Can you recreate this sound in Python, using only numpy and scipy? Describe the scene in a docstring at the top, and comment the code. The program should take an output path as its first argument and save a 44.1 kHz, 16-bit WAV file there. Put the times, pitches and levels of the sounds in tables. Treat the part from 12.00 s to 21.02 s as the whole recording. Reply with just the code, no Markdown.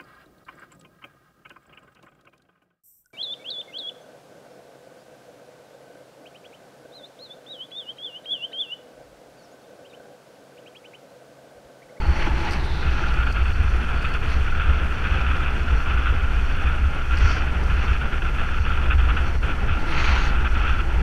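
"""Wind buffets a helmet camera as it rides at speed round a wooden indoor cycle track.
Swirls of air thump the camera's case and flutter in its hollows. Air hisses past edges and
whistles across a gap, and it rushes brighter when the head turns.
Underneath, tyres roll on the boards, the bike ticks and squeaks faintly,
and the camera's electronics whine."""
import sys
import numpy as np
from scipy import signal
from scipy.fft import rfft, irfft, next_fast_len
from scipy.io import wavfile
from scipy.ndimage import uniform_filter1d

SR = 44100
rng = np.random.default_rng(int(sys.argv[2]) if len(sys.argv) > 2 else 0)


def inscribe(sig):
    """Save sig as 16-bit PCM at rate SR to the path in sys.argv[1].

    A 1-D sig is mono; a 2-D sig holds one channel per row.
    Samples are clipped to [-1, 1] before scaling.
    """
    pcm = np.round(np.clip(np.atleast_2d(sig).T, -1, 1) * 32767)
    wavfile.write(sys.argv[1], SR, pcm.astype(np.int16))


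N = 397782
TIME = np.arange(N) / SR

# Levels in the tables are relative: the functions scale and filter them further.
# strength of the big swirls of air: time_s, level_db
SWIRL_LEVELS = [(0, -21), (.5, -27), (1.0, -23.5), (2.1, -26), (2.62, -19.5), (2.9, -27), (4.4, -23),
                (5.6, -25), (7.0, -22), (7.6, -23.5), (8.2, -20.5), (9.02, -24.5)]
# tone of the big swirls: pitch_hz, level_db
SWIRL_SPECTRUM = [(6, -6.5), (12, 1.5), (18, 9.5), (26, -5.5), (38, -6.5), (50, -8.5), (75, -18),
                  (110, -40), (250, -48)]
# boom of the case between thumps: time_s, level_db
BOOM_LEVELS = [(0, -27), (.5, -25.5), (1.65, -20), (2.08, -26.5), (2.35, -19.5), (2.9, -22), (4.4, -21.5),
               (5.0, -26), (5.3, -20.5), (5.72, -17.5), (6.05, -25), (6.45, -25), (6.85, -17.5), (7.5, -23),
               (7.95, -26), (9.02, -21.5)]
# single swirls that thump the case: time_s, level_db
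CASE_THUMPS = [(.09, -15), (.33, -17), (.88, -18), (1.18, -16), (1.31, -19), (1.41, -17), (1.62, -15),
               (1.72, -13), (2.69, -10), (3.14, -16), (3.3, -18), (3.74, -14), (3.94, -19.5), (4.1, -15.5),
               (4.24, -19.5), (4.37, -12.5), (4.67, -16.5), (4.85, -14), (5.12, -17.5), (5.235, -8.5),
               (5.9, -18), (6.6, -18), (6.97, -10.5), (7.18, -23), (7.69, -15.5), (8.11, -15.5),
               (8.34, -22), (8.97, -19)]
# airflow over the hollows of the case: time_s, level_db
FLUTTER_LEVELS = [(0, -42), (.48, -36.5), (.66, -49.5), (.95, -31), (1.2, -31.5), (1.55, -35), (2.4, -35),
                  (2.62, -31), (2.85, -35), (3.1, -31.5), (4.08, -32.5), (4.45, -34), (4.9, -33.5),
                  (5.3, -32), (5.6, -34.5), (6.85, -32.5), (7.35, -38.5), (7.82, -37), (8.08, -26),
                  (8.4, -34), (8.78, -29), (9.02, -41)]
# pitches at which the hollows ring: pitch_hz, width_hz, level_db
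HOLLOW_RINGS = [(1372, 151, 11), (1650, 580, -0.5), (2544, 310, 2), (3505, 350, -14.5)]
# sudden puffs into the hollows: start_s, level_db, length_s
AIR_PUFFS = [(0.266, -30, 0.013), (.825, -34.5, .035), (1.19, -30, 0.035), (1.267, -29, 0.013),
             (1.45, -34, 0.017), (1.883, -32.5, 0.037), (2.042, -26, .018), (2.133, -28, 0.027),
             (2.214, -33, .025), (2.598, -26, 0.018), (3.038, -27.5, .025), (3.192, -29, 0.011),
             (3.265, -24, .005), (3.349, -30, .014), (3.896, -28, 0.035), (4.057, -27, 0.029),
             (4.656, -30.5, .027), (5.109, -28, 0.023), (5.366, -29, 0.011), (5.698, -31, 0.019),
             (6.009, -30.5, 0.029), (6.125, -30, .022), (6.219, -31, 0.0075), (6.248, -28, 0.012),
             (6.384, -30, 0.033), (6.534, -33, 0.019), (6.651, -35, 0.018), (6.704, -27.5, 0.009),
             (6.902, -21.5, 0.018), (6.979, -30.5, 0.022), (7.087, -25.5, 0.022), (7.166, -23, 0.013),
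             (7.42, -29, 0.033), (7.483, -29.5, 0.035), (7.68, -31, 0.058), (8.447, -22, .016),
             (8.55, -31, 0.021), (8.789, -29, 0.014)]
# moments when the airflow lets go of the case: time_s, depth_db, half_length_s
AIR_LULLS = [(1.33, 8, 0.016), (1.44, 8, .012), (1.538, 8, 0.012), (2.198, 7, 0.022), (3.84, 5.5, 0.024),
             (4.21, 0.5, .018), (5.065, 4.5, 0.047), (5.51, 4, 0.018), (5.982, 7, 0.015), (6.209, 7, 0.011),
             (6.324, 5.5, 0.02), (6.615, 5.5, 0.03), (6.971, 10, 0.013), (7.396, 14, 0.03), (8.504, 7, .02),
             (8.852, 5, 0.039)]
# tone of the air passing edges: pitch_hz, level_db
HISS_SPECTRUM = [(2500, 2.5), (3800, -9), (4150, 4), (4500, 7.5), (4850, -12.5), (5400, 0.5), (5900, 3.5),
                 (6300, -5.5), (6900, -10), (8000, -20.5), (12000, -32)]
# thin whistles of air across a gap: start_s, end_s, level_db
GAP_WHISTLES = [(0, .2, -51.5), (1.24, 1.55, -57), (1.97, 2.12, -56)]
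# side draughts, as when the head turns: start_s, end_s, roar_db, sizzle_db
SIDE_DRAUGHTS = [(.16, 0.273, -33.5, -54), (0.38, 0.557, -35.5, -51), (0.598, 1.1, -49, -51),
                 (2.32, 2.34, -36.5, -48), (5.198, 5.382, -34.5, -56), (5.835, 5.852, -35.5, -65),
                 (7.92, 8.282, -32, -45), (8.0, 8.15, -33, -44), (8.57, 8.72, -43, -64)]
# tone of a draught's roar: pitch_hz, level_db
ROAR_SPECTRUM = [(100, 1.5), (350, -11), (600, -7.5), (1100, -2.5), (1400, -5), (1900, 0.5), (2600, -3),
                 (3100, -7.5), (3700, -17.5), (5000, -37), (9000, -49)]
# tone of a draught's sizzle: pitch_hz, level_db
SIZZLE_SPECTRUM = [(1500, -30), (3000, -12), (3700, 7.5), (4450, 6.5), (4850, -5), (6000, -6.5),
                   (6700, -25), (7150, -22), (12000, -25)]
# passing swishes of air: time_s, half_length_s, pitch_hz, width_hz, level_db
AIR_SWISHES = [(.605, .02, 4000, 400, -49), (.76, .13, 3650, 750, -44), (.53, .02, 5200, 1500, -50),
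               (1.0, .09, 5800, 1100, -56), (5.32, .07, 4560, 450, -47), (5.29, .09, 5600, 1200, -46),
               (8.04, .07, 6450, 500, -51), (8.22, .06, 6450, 550, -52)]

# tyres rolling on the boards: time_s, level_db
TYRE_LEVELS = [(0, -34), (1.5, -33.5), (2.6, -33), (3.9, -32), (4.45, -34.5), (5.2, -32.5), (6.1, -32),
               (6.55, -34), (6.9, -32), (9.02, -32)]
# tone of the rolling tyres: pitch_hz, level_db
TYRE_SPECTRUM = [(40, -39), (85, 3), (110, 12.5), (134, 12.5), (165, 9.5), (200, 5.5), (280, 3), (360, 2),
                 (480, -0.5), (600, -3.5), (800, -0.5), (1000, -3.5), (1800, -3.5), (3000, -11.5),
                 (3800, -22.5), (6000, -34)]
# pitches at which the boards ring: pitch_hz, width_hz, level_db
BOARD_RINGS = [(336, 40, 0), (858, 75, 0), (930, 80, -5)]
# straights of the track, where the boards ring hollow: start_s, end_s, level_db
TRACK_STRAIGHTS = [(0, .5, -40), (.6, 1.08, -47), (7.85, 8.45, -45), (8.93, 9.02, -47)]
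# wheels bumping over uneven boards: time_s, level_db
WHEEL_BUMPS = [(.277, -27.5), (1.02, -36.5)]
# tiny squeaks of the bike's drive: time_s, half_length_s, pitch_hz, width_hz, level_db
DRIVE_SQUEAKS = [(.2, .04, 10300, 700, -65), (.53, .03, 8500, 395, -61), (.657, .012, 9250, 253, -61),
                 (2.31, .012, 9450, 300, -65), (4.95, .009, 9200, 400, -64), (7.91, .035, 9350, 500, -63)]
# short runs of chirps from the chain: start_s, end_s
CHAIN_CHIRP_RUNS = [(1.635, 1.93), (4.565, 4.87)]
# ticks of chain and frame: start_s, level_db
BIKE_TICKS = [(.509, -35), (.522, -36), (.534, -36), (.907, -46), (1.14, -43), (1.325, -41), (1.977, -46),
              (2.025, -46), (2.088, -48), (2.139, -42), (2.3, -45), (2.94, -49), (3.366, -46), (3.503, -48),
              (5.172, -40), (5.185, -41), (5.638, -48), (6.567, -49), (7.577, -50)]
# pitches at which a tick rings: pitch_hz, width_hz, level_db
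TICK_RINGS = [(2900, 700, -16), (4450, 500, 16.5), (5700, 640, 9.5), (7900, 2400, -1), (11500, 3000, -20)]

# steady tones of the electronics: pitch_hz, level_db
WHINE_TONES = [(5845, -73), (8781, -68), (11688, -81), (11718, -78), (14625.5, -75), (14655, -85)]
# tone of the electronics' hiss: pitch_hz, level_db
ELECTRIC_HISS_SPECTRUM = [(1000, -12.5), (6000, 7.5), (7500, 2.5), (9300, 0.5), (10500, -2.5), (12000, -5),
                          (14000, -10), (15500, -8)]
# narrow bands that the case weakens or strengthens: pitch_hz, width_hz, gain_db
CASE_BANDS = [(3780, 220, -3), (4880, 380, 4), (1833, 81, -4)]


def from_db(db):
    """Turn decibels into a gain, the number a sound is multiplied by."""
    return 10 ** (np.asarray(db) / 20)


def rms_one(x):
    """Scale a sound so that its average strength (rms) is 1."""
    return x / np.sqrt(np.mean(x ** 2) + 1e-20)


def curve(rows):
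    """Join (time_s, level_db) points with straight lines."""
    times_s, levels_db = np.transpose(rows)
    return np.interp(TIME, times_s, levels_db)


def drift(per_s):
    """A smooth random wobble, about 1 in size, that changes about per_s times a second."""
    step, warm_up = 20, 2000   # one value for every 20 samples; the first values are skipped
    memory = np.exp(-2 * np.pi * per_s * step / SR)
    chance = rng.standard_normal(N // step + warm_up + 2)
    slow = signal.lfilter([1], [1, -2 * memory, memory ** 2], chance)[warm_up:]
    return np.interp(np.arange(N) / step, np.arange(len(slow)), rms_one(slow))


def cycle(per_s, peak_s):
    """A regular swing between -1 and 1."""
    return np.cos(2 * np.pi * per_s * (TIME - peak_s))


def bell(time_s, half_s):
    """A rounded hill in time that reaches 1 at time_s."""
    return np.exp(-np.minimum(((TIME - time_s) / half_s) ** 2, 20))


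def humps(rows, half_s):
    """Gain of brief rounded swells, one for each (time_s, level_db)."""
    return sum(from_db(db) * bell(time_s, half_s) for time_s, db in rows)


def held(rows, rise_s, fall_s):
    """Gain of events (start_s, end_s, level_db) that rise, hold and die away."""
    power = np.zeros(N)
    for start_s, end_s, db in rows:
        outside = np.maximum((start_s - TIME) / rise_s, (TIME - end_s) / fall_s)
        power += (from_db(db) * np.exp(-np.clip(outside, 0, 20))) ** 2
    return np.sqrt(power)


def noise(spectrum):
    """Noise of strength 1 whose tone follows (pitch_hz, level_db) points."""
    size = next_fast_len(N)
    bins_hz = np.fft.rfftfreq(size, 1 / SR)
    pitch_hz, level_db = np.transpose(spectrum)
    gain = from_db(np.interp(np.log(bins_hz + 1), np.log(pitch_hz), level_db, right=-120))
    return rms_one(irfft(rfft(rng.standard_normal(size)) * gain, size)[:N])


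def resonate(x, pitch_hz, width_hz):
    """Let through the part of a sound near one pitch, so that it rings there."""
    memory = np.exp(-np.pi * width_hz / SR)
    feed = np.array([1, 0, -1]) * (1 - memory ** 2) / 2
    feedback = [1, -2 * memory * np.cos(2 * np.pi * pitch_hz / SR), memory ** 2]
    return signal.lfilter(feed, feedback, x + 1e-18)


def body(x, rings):
    """Ring at several pitches at once, adding and subtracting them in turn."""
    return sum((-1) ** k * from_db(db) * resonate(x, pitch_hz, width_hz)
               for k, (pitch_hz, width_hz, db) in enumerate(rings))


def narrow_noise(pitch_hz, width_hz, size=N):
    """Noise of strength 1 held close to one pitch."""
    band = resonate(rng.standard_normal(size), pitch_hz, width_hz)
    return rms_one(resonate(band, pitch_hz, width_hz))


def swells(rows):
    """Narrow bands of noise that swell and fade."""
    sound = np.zeros(N)
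    for time_s, half_s, pitch_hz, width_hz, db in rows:
        near = np.abs(TIME - time_s) < .35
        band = narrow_noise(pitch_hz, width_hz, size=near.sum())
        sound[near] += from_db(db) * band * bell(time_s, half_s)[near]
    return sound


def keep_side(x, edge_hz, side, order):
    """Keep the "low" or "high" side of edge_hz; a higher order cuts more sharply."""
    return signal.sosfilt(signal.butter(order, edge_hz, side, fs=SR, output="sos"), x)


def steady(x, span_s):
    """Even out swells longer than span_s, leaving a strength of about 1."""
    span = int(span_s * SR)
    power = uniform_filter1d(uniform_filter1d(x ** 2, span), span)
    return x / np.sqrt(power + 1e-20)


def buffeting(boom_hz, width_hz):
    """Big swirls of air shove the case, which booms on its mount, harder at each thump."""
    push = from_db(curve(BOOM_LEVELS) + 2.4 * drift(23))
    push = np.hypot(push, humps(CASE_THUMPS, half_s=.036))   # hypot adds two gains by their power
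    swirls = steady(noise(SWIRL_SPECTRUM), span_s=.062)
    ring = steady(narrow_noise(boom_hz, width_hz), span_s=.07)
    boom = keep_side(from_db(-1.2) * push * ring, 84.6, "low", order=4)
    swirl_gain = from_db(curve(SWIRL_LEVELS) + 2 + .9 * drift(9.3))
    return swirl_gain * swirls + boom


def flutter(flicker_db, grain_db):
    """Ragged air rings the hollows of the case, harder in each regular surge and sudden puff."""
    surge_db = 1.35 * cycle(per_s=1.54, peak_s=.063)
    stream = from_db(curve(FLUTTER_LEVELS) + surge_db + 1.6 * drift(15))
    stream *= stalls(depth_db=1.5, lead_s=.017)
    blow = np.hypot(stream, puffs(edge_s=.0015))
    ragged_air = rng.standard_normal(N) * from_db(flicker_db * drift(37) + grain_db * drift(290))
    ring = keep_side(body(ragged_air, HOLLOW_RINGS), 3864, "low", order=18)
    ring = keep_side(ring, 640, "high", order=2)
    return blow * steady(ring, span_s=.029)


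def tyres(straight_gain, flicker_db):
    """Tyres on the grain of the wood make a soft roar that grows on the straights."""
    gain = np.hypot(from_db(curve(TYRE_LEVELS)), from_db(5.5) * straight_gain)
    return gain * from_db(flicker_db * drift(12.6)) * noise(TYRE_SPECTRUM)


def boards(straight_gain, flicker_db):
    """The boards ring hollow under the wheels, along the straights and at bumps."""
    ring = sum(from_db(db) * narrow_noise(pitch_hz, width_hz) for pitch_hz, width_hz, db in BOARD_RINGS)
    rolling = straight_gain * from_db(flicker_db * drift(22))
    return np.hypot(rolling, humps(WHEEL_BUMPS, half_s=.01)) * ring


def edge_hiss(roar_gain, base_db, flicker_db):
    """Tiny swirls hiss at the edges of helmet and case, swelling with the pedals and in draughts."""
    pedal_db = 2.5 * cycle(per_s=1.44, peak_s=.31)
    gain = np.hypot(from_db(base_db + pedal_db), from_db(-13) * roar_gain)
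    return gain * from_db(flicker_db * drift(55)) * noise(HISS_SPECTRUM)


def whistle(pitch_hz, width_hz, flicker_db):
    """Air blowing across a gap makes a thin, unsteady whistle."""
    gain = held(GAP_WHISTLES, rise_s=.05, fall_s=.05)
    return gain * from_db(flicker_db * drift(25)) * narrow_noise(pitch_hz, width_hz)


def electronics(hiss_db):
    """The camera's electronics give a steady whine over a faint hiss."""
    whine = sum(from_db(db) * np.sqrt(2) * np.sin(2 * np.pi * (pitch_hz * TIME + rng.random()))
                for pitch_hz, db in WHINE_TONES)
    hiss = from_db(hiss_db + 1.25 * drift(16)) * noise(ELECTRIC_HISS_SPECTRUM)
    return from_db(-2.5) * whine + hiss


def draughts(rise_s, fall_s):
    """Air strikes from the side as the head turns: one gain for its roar, one for its sizzle."""
    roars = [(start_s, end_s, db) for start_s, end_s, db, _ in SIDE_DRAUGHTS]
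    sizzles = [(start_s, end_s, db) for start_s, end_s, _, db in SIDE_DRAUGHTS]
    return held(roars, rise_s, fall_s), held(sizzles, rise_s, fall_s)


def side_rush(roar_gain, sizzle_gain, flicker_db):
    """Side-on to the wind, the case makes a broad roar with a sizzle on top."""
    roar = roar_gain * from_db(flicker_db * drift(58)) * noise(ROAR_SPECTRUM)
    sizzle = sizzle_gain * from_db(2.6 * drift(60)) * noise(SIZZLE_SPECTRUM)
    return roar + sizzle


def squeaks():
    """The bike's drive gives tiny, high squeaks."""
    return swells(DRIVE_SQUEAKS)


def stalls(depth_db, lead_s):
    """The airflow stalls just before each puff: a gain that sinks, then snaps back."""
    ahead = sum((TIME < start_s) * bell(start_s, lead_s) for start_s, _, _ in AIR_PUFFS)
    return from_db(-depth_db * ahead)


def puffs(edge_s):
    """Air puffs into the hollows: a gain that jumps up, holds and falls away."""
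    gain = np.zeros(N)
    for start_s, db, length_s in AIR_PUFFS:
        full_s = start_s + edge_s
        corners_s = [start_s - edge_s, full_s, full_s + length_s / 2, full_s + length_s * 2.3]
        gain += from_db(db) * np.interp(TIME, corners_s, [0, 1, 1, 0])
    return gain


def ticks(decay_s):
    """Each tick of chain or frame is a short crackle that rings brightly in the bike."""
    gain = sum(from_db(db) * (TIME >= start_s) * np.exp(-np.abs(TIME - start_s) / decay_s)
               for start_s, db in BIKE_TICKS)
    return gain * rms_one(body(rng.standard_normal(N), TICK_RINGS))


def swishes():
    """Passing air makes brief, high swishes."""
    return swells(AIR_SWISHES)


def lulls():
    """The airflow lets go of the case for a moment: a gain of 1 that dips in each lull."""
    dip_db = sum(depth_db * np.exp(-((TIME - time_s) / half_s) ** 4)
                 for time_s, depth_db, half_s in AIR_LULLS)
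    return from_db(-dip_db)


def chain_chirps(gap_s, half_s, pitch_hz, width_hz, level_db):
    """The chain chirps in short, evenly spaced runs."""
    return swells([(time_s, half_s, pitch_hz, width_hz, level_db)
                   for start_s, end_s in CHAIN_CHIRP_RUNS
                   for time_s in np.arange(start_s, end_s, gap_s)])


def through_case(x):
    """The case colours the sound, dulling two narrow bands and lifting one."""
    for pitch_hz, width_hz, gain_db in CASE_BANDS:
        x = x - (1 - from_db(gain_db)) * resonate(x, pitch_hz, width_hz)
    return x


def scene():
    """Wind and bike are heard through the case, with the electronics added, in one channel."""
    lull_gain = lulls()
    roar_gain, sizzle_gain = draughts(rise_s=.048, fall_s=.026)
    straight_gain = held(TRACK_STRAIGHTS, rise_s=.19, fall_s=.19)
    track = tyres(straight_gain, flicker_db=1) * np.sqrt(lull_gain)   # dips half as many decibels
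    track += boards(straight_gain, flicker_db=1.7)
    wind = lull_gain * flutter(flicker_db=1.5, grain_db=2)
    wind += buffeting(boom_hz=61.9, width_hz=24)
    wind += side_rush(roar_gain, sizzle_gain, flicker_db=3)
    wind += edge_hiss(roar_gain, base_db=-54.5, flicker_db=2)
    wind += whistle(pitch_hz=4420, width_hz=310, flicker_db=2.5)
    wind += swishes()
    bike = ticks(decay_s=.0045) + squeaks()
    bike += chain_chirps(gap_s=.067, half_s=.012, pitch_hz=10200, width_hz=700, level_db=-65)
    return (through_case(wind + track + bike) + electronics(hiss_db=-59))[None]


def record(dry):
    """The sound eases in and out very quickly, and the highest treble is cut steeply."""
    ease_s, cutoff_hz = .003, 14850
    ease = np.clip(np.minimum(TIME, TIME[-1] - TIME) / ease_s, 0, 1)
    treble_cut = signal.ellip(10, .1, 90, cutoff_hz, fs=SR, output="sos")
    return signal.sosfilt(treble_cut, dry * ease)


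dry = scene()
out = record(dry)
inscribe(out)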